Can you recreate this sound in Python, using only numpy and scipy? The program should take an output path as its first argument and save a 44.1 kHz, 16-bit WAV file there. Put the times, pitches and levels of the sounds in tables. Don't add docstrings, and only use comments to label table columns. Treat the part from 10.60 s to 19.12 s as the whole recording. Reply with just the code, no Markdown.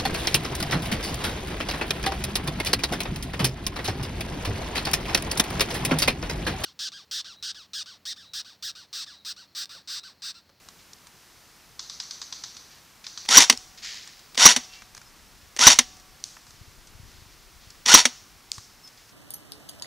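import sys
import numpy as np
from scipy import signal
from scipy.fft import rfft, irfft, next_fast_len
from scipy.io import wavfile
from scipy.ndimage import uniform_filter1d, map_coordinates

SR = 44100
rng = np.random.default_rng(int(sys.argv[2]) if len(sys.argv) > 2 else 0)


def put_to_file(sound):
    columns = np.atleast_2d(sound).T
    safe = np.clip(columns, -1, 1)
    whole_steps = np.round(safe * 32767)
    wavfile.write(sys.argv[1], SR, whole_steps.astype(np.int16))


N = 375732
T = np.arange(N) / SR


# bite_s (gears start), release_s (piston let go), whine_db (rms), hum_db
SHOTS = [(2.682, 2.7697, -22.5, -53.5), (3.77, 3.854, -24.5, -54), (4.9851, 5.0671, -21.5, -52.5),
         (7.2541, 7.3395, -21, -60.5)]
# phase (0 bite, 1 release, then 1 more each 0.1 s of coasting), level_db
GEAR_CYCLE = [(0, -50.5), (.07, -23.5), (.17, -26.5), (.33, -16), (.95, -12), (1.12, -2), (1.28, -15),
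              (1.5, -12), (1.68, -17), (1.95, -35), (2.6, -54.5)]
# phase, pitch_hz, level_db (added to the shot's whine_db)
TOOTH_WHINE = [(0.25, 1050, -23.5), (.45, 1270, -5), (.6, 1410, 0), (.86, 1542, 0), (.95, 1550, -18.5)]
# pitch_hz, width_hz, level_db
SHELL_RINGS = [(970, 130, -2), (1940, 340, -3), (3030, 440, -4), (3650, 120, -2), (4460, 100, -1.5),
               (5680, 290, 2.5), (6800, 1000, -3), (10000, 1400, -5.5)]
# pitch_hz, level_db
RATTLE_COLOUR = [(24, -55), (40, -18), (653, -5.5), (926, -8.5), (1190, -11), (1450, -5), (1730, -12),
                 (1960, -9), (2710, -9.5), (3840, -9), (5050, -9), (5720, -8), (15500, -31)]
# pitch_hz, level_db (typical), t60_s, late_s (after release)
SLAM_RINGS = [(5800, 15.5, 0.031, 0.0028), (6220, -3.5, 0.065, 0.0099), (1036, 7.5, 0.016, .008),
              (3970, 1, 0.029, .009), (249, -14, 0.11, 0), (80, -25, .07, 0)]
# pitch_hz, level_db (added to the shot's hum_db), t60_s
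SPRING_HUM = [(747, 0, 1.8), (1150, -4.5, 2.2)]
# start_s (first click), level_db (its peak)
TRIGGER_CLICKS = [(2.652, -30), (3.746, -27.5), (4.964, -21)]
# start_s, level_db (peak)
LATCH_CATCHES = [(2.8979, 7.5), (3.9623, -4), (5.1879, 4.5), (7.4532, 0)]
# late_s, level_db (peak), knock_db (peak of the stock knock)
TEETH_MEET = (.0058, -7.5, -29)
PISTON_RECOIL = (.034, -1, -38)
LATCH_REBOUND = (0.0079, -17, -34)
# start_s, level_db (peak), knock_db (peak of the stock knock)
LOOSE_CLACKS = [(2.8212, -5.5, -44), (2.9244, -14, -26)]
# pitch_hz, level_db
CLACK_COLOUR = [(180, -41), (300, -7.5), (1540, -7), (1970, -3.5), (4490, -4), (4960, -5), (6150, -3),
                (7020, -11), (9600, -10.5), (10600, -26), (15500, -22)]
LATCH_KNOCK_DB, CLACK_T60_S = -22.5, 0.02

# start_s, level_db (peak of the crack)
FAR_SHOTS = [(1.1924, -22), (1.2967, -22), (1.3994, -20), (1.508, -21.5), (1.615, -23), (1.7242, -21),
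             (1.8365, -22.5), (1.966, -28), (2.4654, -23), (2.574, -21)]
# pitch_hz, level_db
FAR_COLOUR = [(400, -40), (1000, -6.5), (1500, -6.5), (2500, -12), (3100, -9.5), (3600, -2.5), (4300, -1.5),
              (4900, -1), (5400, -3.5), (6000, -0.5), (6700, -6.5), (8000, -13), (9500, -25),
              (15000, -50.5)]
FAR_ECHO_DB = 13.5
# pitch_hz, t60_s
TREE_ECHO = [(300, 0.47), (2000, .5), (6000, .6), (12000, 0.42)]

# start_s, level_db (bright peak), dull_db and echo_db (over that peak)
SNAPS = [(0.0866, -31.5, -8, -6), (0.332, -32.5, -21, -8), (0.469, -37, -10, -9), (2.9746, -19, -25, 3.5),
         (3.247, -38, -1.5, -2.5), (3.341, -36, -7, -3), (3.4744, -32.5, -10, -6.5), (4.2193, -40, 5.5, 0),
         (4.3482, -32, -5.5, 1), (4.367, -35.5, -5, -0.5), (4.376, -35, -1.5, -2), (4.415, -38, -5, 0.3),
         (5.6397, -14.5, -45, 3), (5.7667, -41, 4.5, 5), (5.8665, -41.5, -5, 16.5),
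         (6.2713, -40, -19.5, -2.5), (7.1031, -34.5, -19, 0.7), (7.9172, -12.5, -45.5, 3),
         (7.981, -30, -2.5, -0.5), (8.275, -37, -23, 2.1)]
SNAP_T60_S, SHARPER_PER_DB = 0.018, 0.07
CRACKLE_DB, CRACKLE_SPREAD_DB = -45.5, 3

# start_s, level_db (before the swell and decay), t60_s
RUSTLES = [(0.19, -55.5, 0.29), (1.948, -46, .05), (2.105, -51, 0.48), (2.441, -42.5, 0.18),
           (3.174, -43, 0.27), (3.221, -34, 1.07), (4.12, -47, 0.59), (4.811, -55.5, 0.27), (5.9, -57, 1.8),
           (6.45, -54, 2), (6.999, -56.5, 1.32), (8.37, -54, 0.38)]
# pitch_hz, level_db
LEAF_COLOUR = [(760, -51.5), (1300, -15.5), (1850, -4), (2710, -6.5), (4780, -1), (6870, -7), (9080, -26),
               (12000, -28.5), (15600, -61.5), (22000, -120)]
RISE_S = 0.011

# start_s, length_s, pitch_hz, sag_hz, end_hz (end over start), level_db
GLIDING_TONES = [(4.08, .14, 2690, -4, 60, -55), (4.12, .12, 2260, 0.5, 110, -59.5),
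                 (4.445, .055, 5250, 60, -30, -61), (8.226, 0.071, 5480, 210, -170, -50.5)]

# time_s, rumble_db (rms)
WIND_STRENGTH = [(0.0, -82), (2.5, -79), (3.1, -65), (4.05, -66.5), (4.9, -59), (5.3, -55.5), (5.75, -64),
                 (6.0, -56.5), (6.5, -54.5), (6.8, -55.5), (7.3, -58), (8.52, -69)]
# pitch_hz, level_db
GUST_COLOUR = [(12, -31.5), (20, 7), (44, 1), (107, -13.5), (216, -18), (400, -19), (520, -54), (880, -120)]
# start_s, level_db (peak)
SET_THUDS = [(4.829, -44), (6.011, -38.5), (6.349, -41), (6.397, -38), (6.43, -38.5), (6.45, -42),
             (6.544, -45), (6.584, -45), (6.619, -42), (6.66, -44), (7.979, -37.5)]
THUD_OVER_WIND_DB, THUD_SPREAD_DB = 9, 2
# pitch_hz, level_db
HUSH_COLOUR = [(18, -27), (30, 1.5), (43, 1), (144, -0.5), (606, -8), (728, -6), (1170, -5), (3400, -9),
               (5450, -7), (9190, -16), (14300, -19), (15500, -24)]
# pitch_hz, level_db
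HISS_COLOUR = [(290, -44), (500, -22.5), (1240, -2), (1750, -14), (1930, -8.5), (4840, -4.5), (15500, 0.5)]
HUSH_DB, HISS_DB = -54.5, -61
TOP_HZ = 15600


def gun():
    return gears() + slams() + contacts() + trigger()


def gears():
    out = np.zeros(N)
    uneven = amp(2.3 * wobble(700) + 0.56 * wobble(70))
    rattle = unit(filtered(uneven * noise(RATTLE_COLOUR), lambda f: shell(f) ** 1.24))
    for bite, release, whine_db, _ in SHOTS:
        phase = np.interp(T, [bite, release, release + 0.2], [0, 1, 3], left=-1)
        rattle_db = np.interp(phase, *np.transpose(GEAR_CYCLE), left=-120, right=-120)
        out += amp(rattle_db) * rattle
        out += whine(phase, whine_db)
    return out


def whine(phase, level_db):
    at, hz, db = np.transpose(TOOTH_WHINE)
    pitch = np.interp(phase, at, hz) * (1 + 0.0081 * wobble(150))
    turn = 2 * np.pi * np.cumsum(pitch) / SR
    tooth = unit(np.sin(turn) + 0.27 * np.sin(2 * turn) + 0.33 * np.sin(3 * turn))
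    swell_db = np.interp(phase, at, db, left=-120, right=-120)
    return amp(level_db + swell_db + 1.0 * wobble(200)) * tooth


def shell(f):
    return 0.16 + sum(amp(db) * np.abs(band(f, hz, width)) for hz, width, db in SHELL_RINGS)


def slams():
    out, t = np.zeros(N), T[:SR]
    for _, release, _, hum_db in SHOTS:
        for hz, db, t60, late in SLAM_RINGS:
            drift = np.cumsum(rng.normal(0, 0.08, SR))
            ring = burst(t, 0.00046, t60) * np.sin(2 * np.pi * hz * t + drift)
            add(out, release + late, amp(db + rng.normal(0, 0.9)) * ring)
        add(out, release, amp(-2) * burst(t, 0.00074, 0.05) * noise(CLACK_COLOUR, size=SR))
        add(out, release, amp(6.0) * echo(lambda f: amp(along(RATTLE_COLOUR, f)) * shell(f)))
        for hz, db, t60 in SPRING_HUM:
            add(out, release, amp(hum_db + db - 60 * t / t60) * np.sin(2 * np.pi * hz * t))
    return out


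def contacts():
    out, t = np.zeros(N), T[:SR // 5]
    hollow = lambda f: np.abs(band(f, 450, 700))
    for s, db, knock_db in contact_list():
        shape = burst(t, 0.00081, CLACK_T60_S) + 0.07 * burst(t, 0.0033, 5.2 * CLACK_T60_S)
        crack = shape * filtered(noise(CLACK_COLOUR, size=len(t)), shell)
        drift = np.cumsum(rng.normal(0, 0.014, len(t)))
        knock = burst(t, 0.0051, 0.069) * np.sin(2 * np.pi * 246 * t + drift)
        hollow_noise = unit(filtered(rng.standard_normal(len(t)), hollow))
        knock += 0.56 * burst(t, 0.0037, 0.065) * hollow_noise
        add(out, s, peak(crack, db) + peak(knock, knock_db))
    return out


def contact_list():
    rows = list(LOOSE_CLACKS)
    for (bite, release, *_), (latch, latch_db) in zip(SHOTS, LATCH_CATCHES):
        rows.append((latch, latch_db, LATCH_KNOCK_DB))
        for s, contact in (bite, TEETH_MEET), (release, PISTON_RECOIL), (latch, LATCH_REBOUND):
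            late, db, knock_db = contact
            rows.append((s + late, db, knock_db))
    return rows


def trigger():
    out, t = np.zeros(N), T[:SR // 5]
    for s, db in TRIGGER_CLICKS:
        first = burst(t, 0.0005, 0.015) * noise(CLACK_COLOUR, size=len(t))
        second = burst(t, 0.00046, 0.025) * noise(CLACK_COLOUR, size=len(t))
        add(out, s, peak(first, db))
        add(out, s + 0.0067, peak(second, db - 2))
    return out


def far_gun():
    out, t = np.zeros(N), T[:SR // 10]

    def crack_tone(f):
        low, middle = np.abs(band(f, 3600, 350)), np.abs(band(f, 5000, 400))
        return 0.81 + low + middle + 0.5 * np.abs(band(f, 6050, 310))

    def wash(f):
        return 0.55 + 0.6 * np.abs(band(f, 4300, 700)) + 0.96 * np.abs(band(f, 6000, 700))

    for s, db in FAR_SHOTS:
        crack = burst(t, 0.0021, 0.0173) * filtered(noise(FAR_COLOUR, size=len(t)), crack_tone)
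        crack = peak(crack, db)
        add(out, s, crack)
        add(out, s + 0.0084, amp(-10.0 + rng.normal(0, 1.5)) * crack)
        answer = echo(lambda f: amp(along(FAR_COLOUR, f)) * wash(f))
        add(out, s, amp(db + FAR_ECHO_DB) * answer)
    return out


def snaps():
    out, t = np.zeros(N), T[:SR // 10]
    bright = lambda f: np.abs(band(f, 5560, 4400)) ** 2 / (1 + (f / 10000) ** 4)
    dull = lambda f: np.abs(band(f, 1300, 1600)) ** 2
    faint = []
    for at, size in rng.random(size=(12, 2)):
        db = CRACKLE_DB - CRACKLE_SPREAD_DB * np.log(1 - size)
        faint.append((at * T[-1], db, -14, -1.5))
    for s, db, dull_db, echo_db in [*SNAPS, *faint]:
        t60 = SNAP_T60_S * np.exp(-SHARPER_PER_DB * (db + 34.5))
        for colour, top_db in (bright, db), (dull, db + dull_db):
            grains = filtered(rng.standard_normal(len(t)), colour)
            add(out, s, peak(burst(t, 0.00075, t60) * grains, top_db))
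        add(out, s, amp(db + echo_db) * echo(bright))
    return out


def brush():
    swell, t = np.zeros(N), T[:2 * SR]
    for s, db, t60 in RUSTLES:
        rise = 1 - np.exp(-t / (RISE_S * t60 ** 2))
        add(swell, s, amp(db - 60 * t / t60) * rise)
    grain = amp(1.6 * wobble(380) + 0.6 * wobble(14))
    return swell * unit(grain * noise(LEAF_COLOUR))


def gliding_tones():
    out, flutter = np.zeros(N), amp(2.5 * wobble(80))
    for s, length, hz, sag_hz, end_hz, db in GLIDING_TONES:
        u = np.linspace(0, 1, round(length * SR))
        arch = np.sin(np.pi * u)
        turn = 2 * np.pi * np.cumsum(hz + end_hz * u - sag_hz * arch) / SR
        add(out, s, np.sqrt(2) * amp(db) * np.abs(arch) ** 0.6 * np.sin(turn))
    return out * flutter


def wind():
    strength_db = lambda s: np.interp(s, *np.transpose(WIND_STRENGTH))
    lumps = amp(2.7 * wobble(26))
    out = amp(strength_db(T)) * unit(lumps * noise(GUST_COLOUR))
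    t = T[:SR // 10]
    at, size = rng.random(size=(40, 2)).T
    at = at * T[-1]
    further_db = strength_db(at) + THUD_OVER_WIND_DB - THUD_SPREAD_DB * np.log(1 - size)
    for s, db in [*SET_THUDS, *zip(at, further_db)]:
        hz = 80 * amp(rng.normal(0, 1.6))
        thud = -burst(t, 0.0018, 0.045) * np.sin(2 * np.pi * hz * t)
        add(out, s, peak(thud, db))
    return out


def hush():
    return amp(HUSH_DB + 0.32 * wobble(4.3)) * noise(HUSH_COLOUR)


def echo(colour):
    hz, t, z = signal.stft(rng.standard_normal(SR), SR, nperseg=256)
    decay = amp(-60 * t / along(TREE_ECHO, hz)[:, None])
    z = z * colour(hz)[:, None] * decay * (1 - np.exp(-t / 0.011))
    patches = uniform_filter1d(rng.standard_normal(z.shape), size=5, axis=0)
    patches = uniform_filter1d(patches, size=9, axis=1)
    z = z * amp(1.4 * unit(patches))
    tail = signal.istft(z, SR, nperseg=256)[1][:SR]
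    return tail / np.linalg.norm(tail)


def burst(t, rise, t60):
    return (1 - np.exp(-t / rise)) ** 2 * amp(-60 * t / max(t60, 0.003))


def band(f, hz, width):
    return 1j * f * width / (hz * hz - f * f + 1j * f * width)


def noise(spectrum, size=N):
    return unit(filtered(rng.standard_normal(size), lambda hz: amp(along(spectrum, hz))))


def filtered(x, response):
    n = x.shape[-1]
    m = next_fast_len(n + 8192)
    return irfft(rfft(x, m) * response(np.fft.rfftfreq(m, 1 / SR)), m)[..., :n]


def wobble(rate):
    return map_coordinates(rng.standard_normal(int(N * rate / SR) + 4), [T * rate])


def along(points, hz):
    f, v = np.transpose(points)
    return np.interp(np.log(hz + 1), np.log(f + 1), v)


def amp(db):
    return 10 ** (np.asarray(db) / 20)


def unit(x):
    return x / np.sqrt(np.mean(x ** 2) + 1e-20)


def peak(x, db):
    return amp(db) * x / np.max(np.abs(x))


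def add(x, s, sound):
    part = x[round(s * SR):][:len(sound)]
    part += sound[:len(part)]


def scene():
    mono = gun() + far_gun() + snaps() + brush() + gliding_tones() + wind() + hush()
    return np.tile(mono, (2, 1))


def record(dry):
    x = filtered(dry, lambda f: (1j * f / (1j * f + 25)) ** 2)
    x = x / (1 + np.abs(x / 0.98) ** 12) ** (1 / 12)
    lean = lambda f: 0.8 / (1 + 1j * f / 75) / (1 + (f / 1600) ** 4)
    left_right = np.array([[1], [-1]])
    x = filtered(x, lambda f: 1 + left_right * lean(f))
    hiss = np.array([noise(HISS_COLOUR), noise(HISS_COLOUR)])
    x = np.clip(x + amp(HISS_DB) * hiss, -1, 1)
    return filtered(x, lambda hz: hz < TOP_HZ)


dry = scene()
out = record(dry)
put_to_file(out)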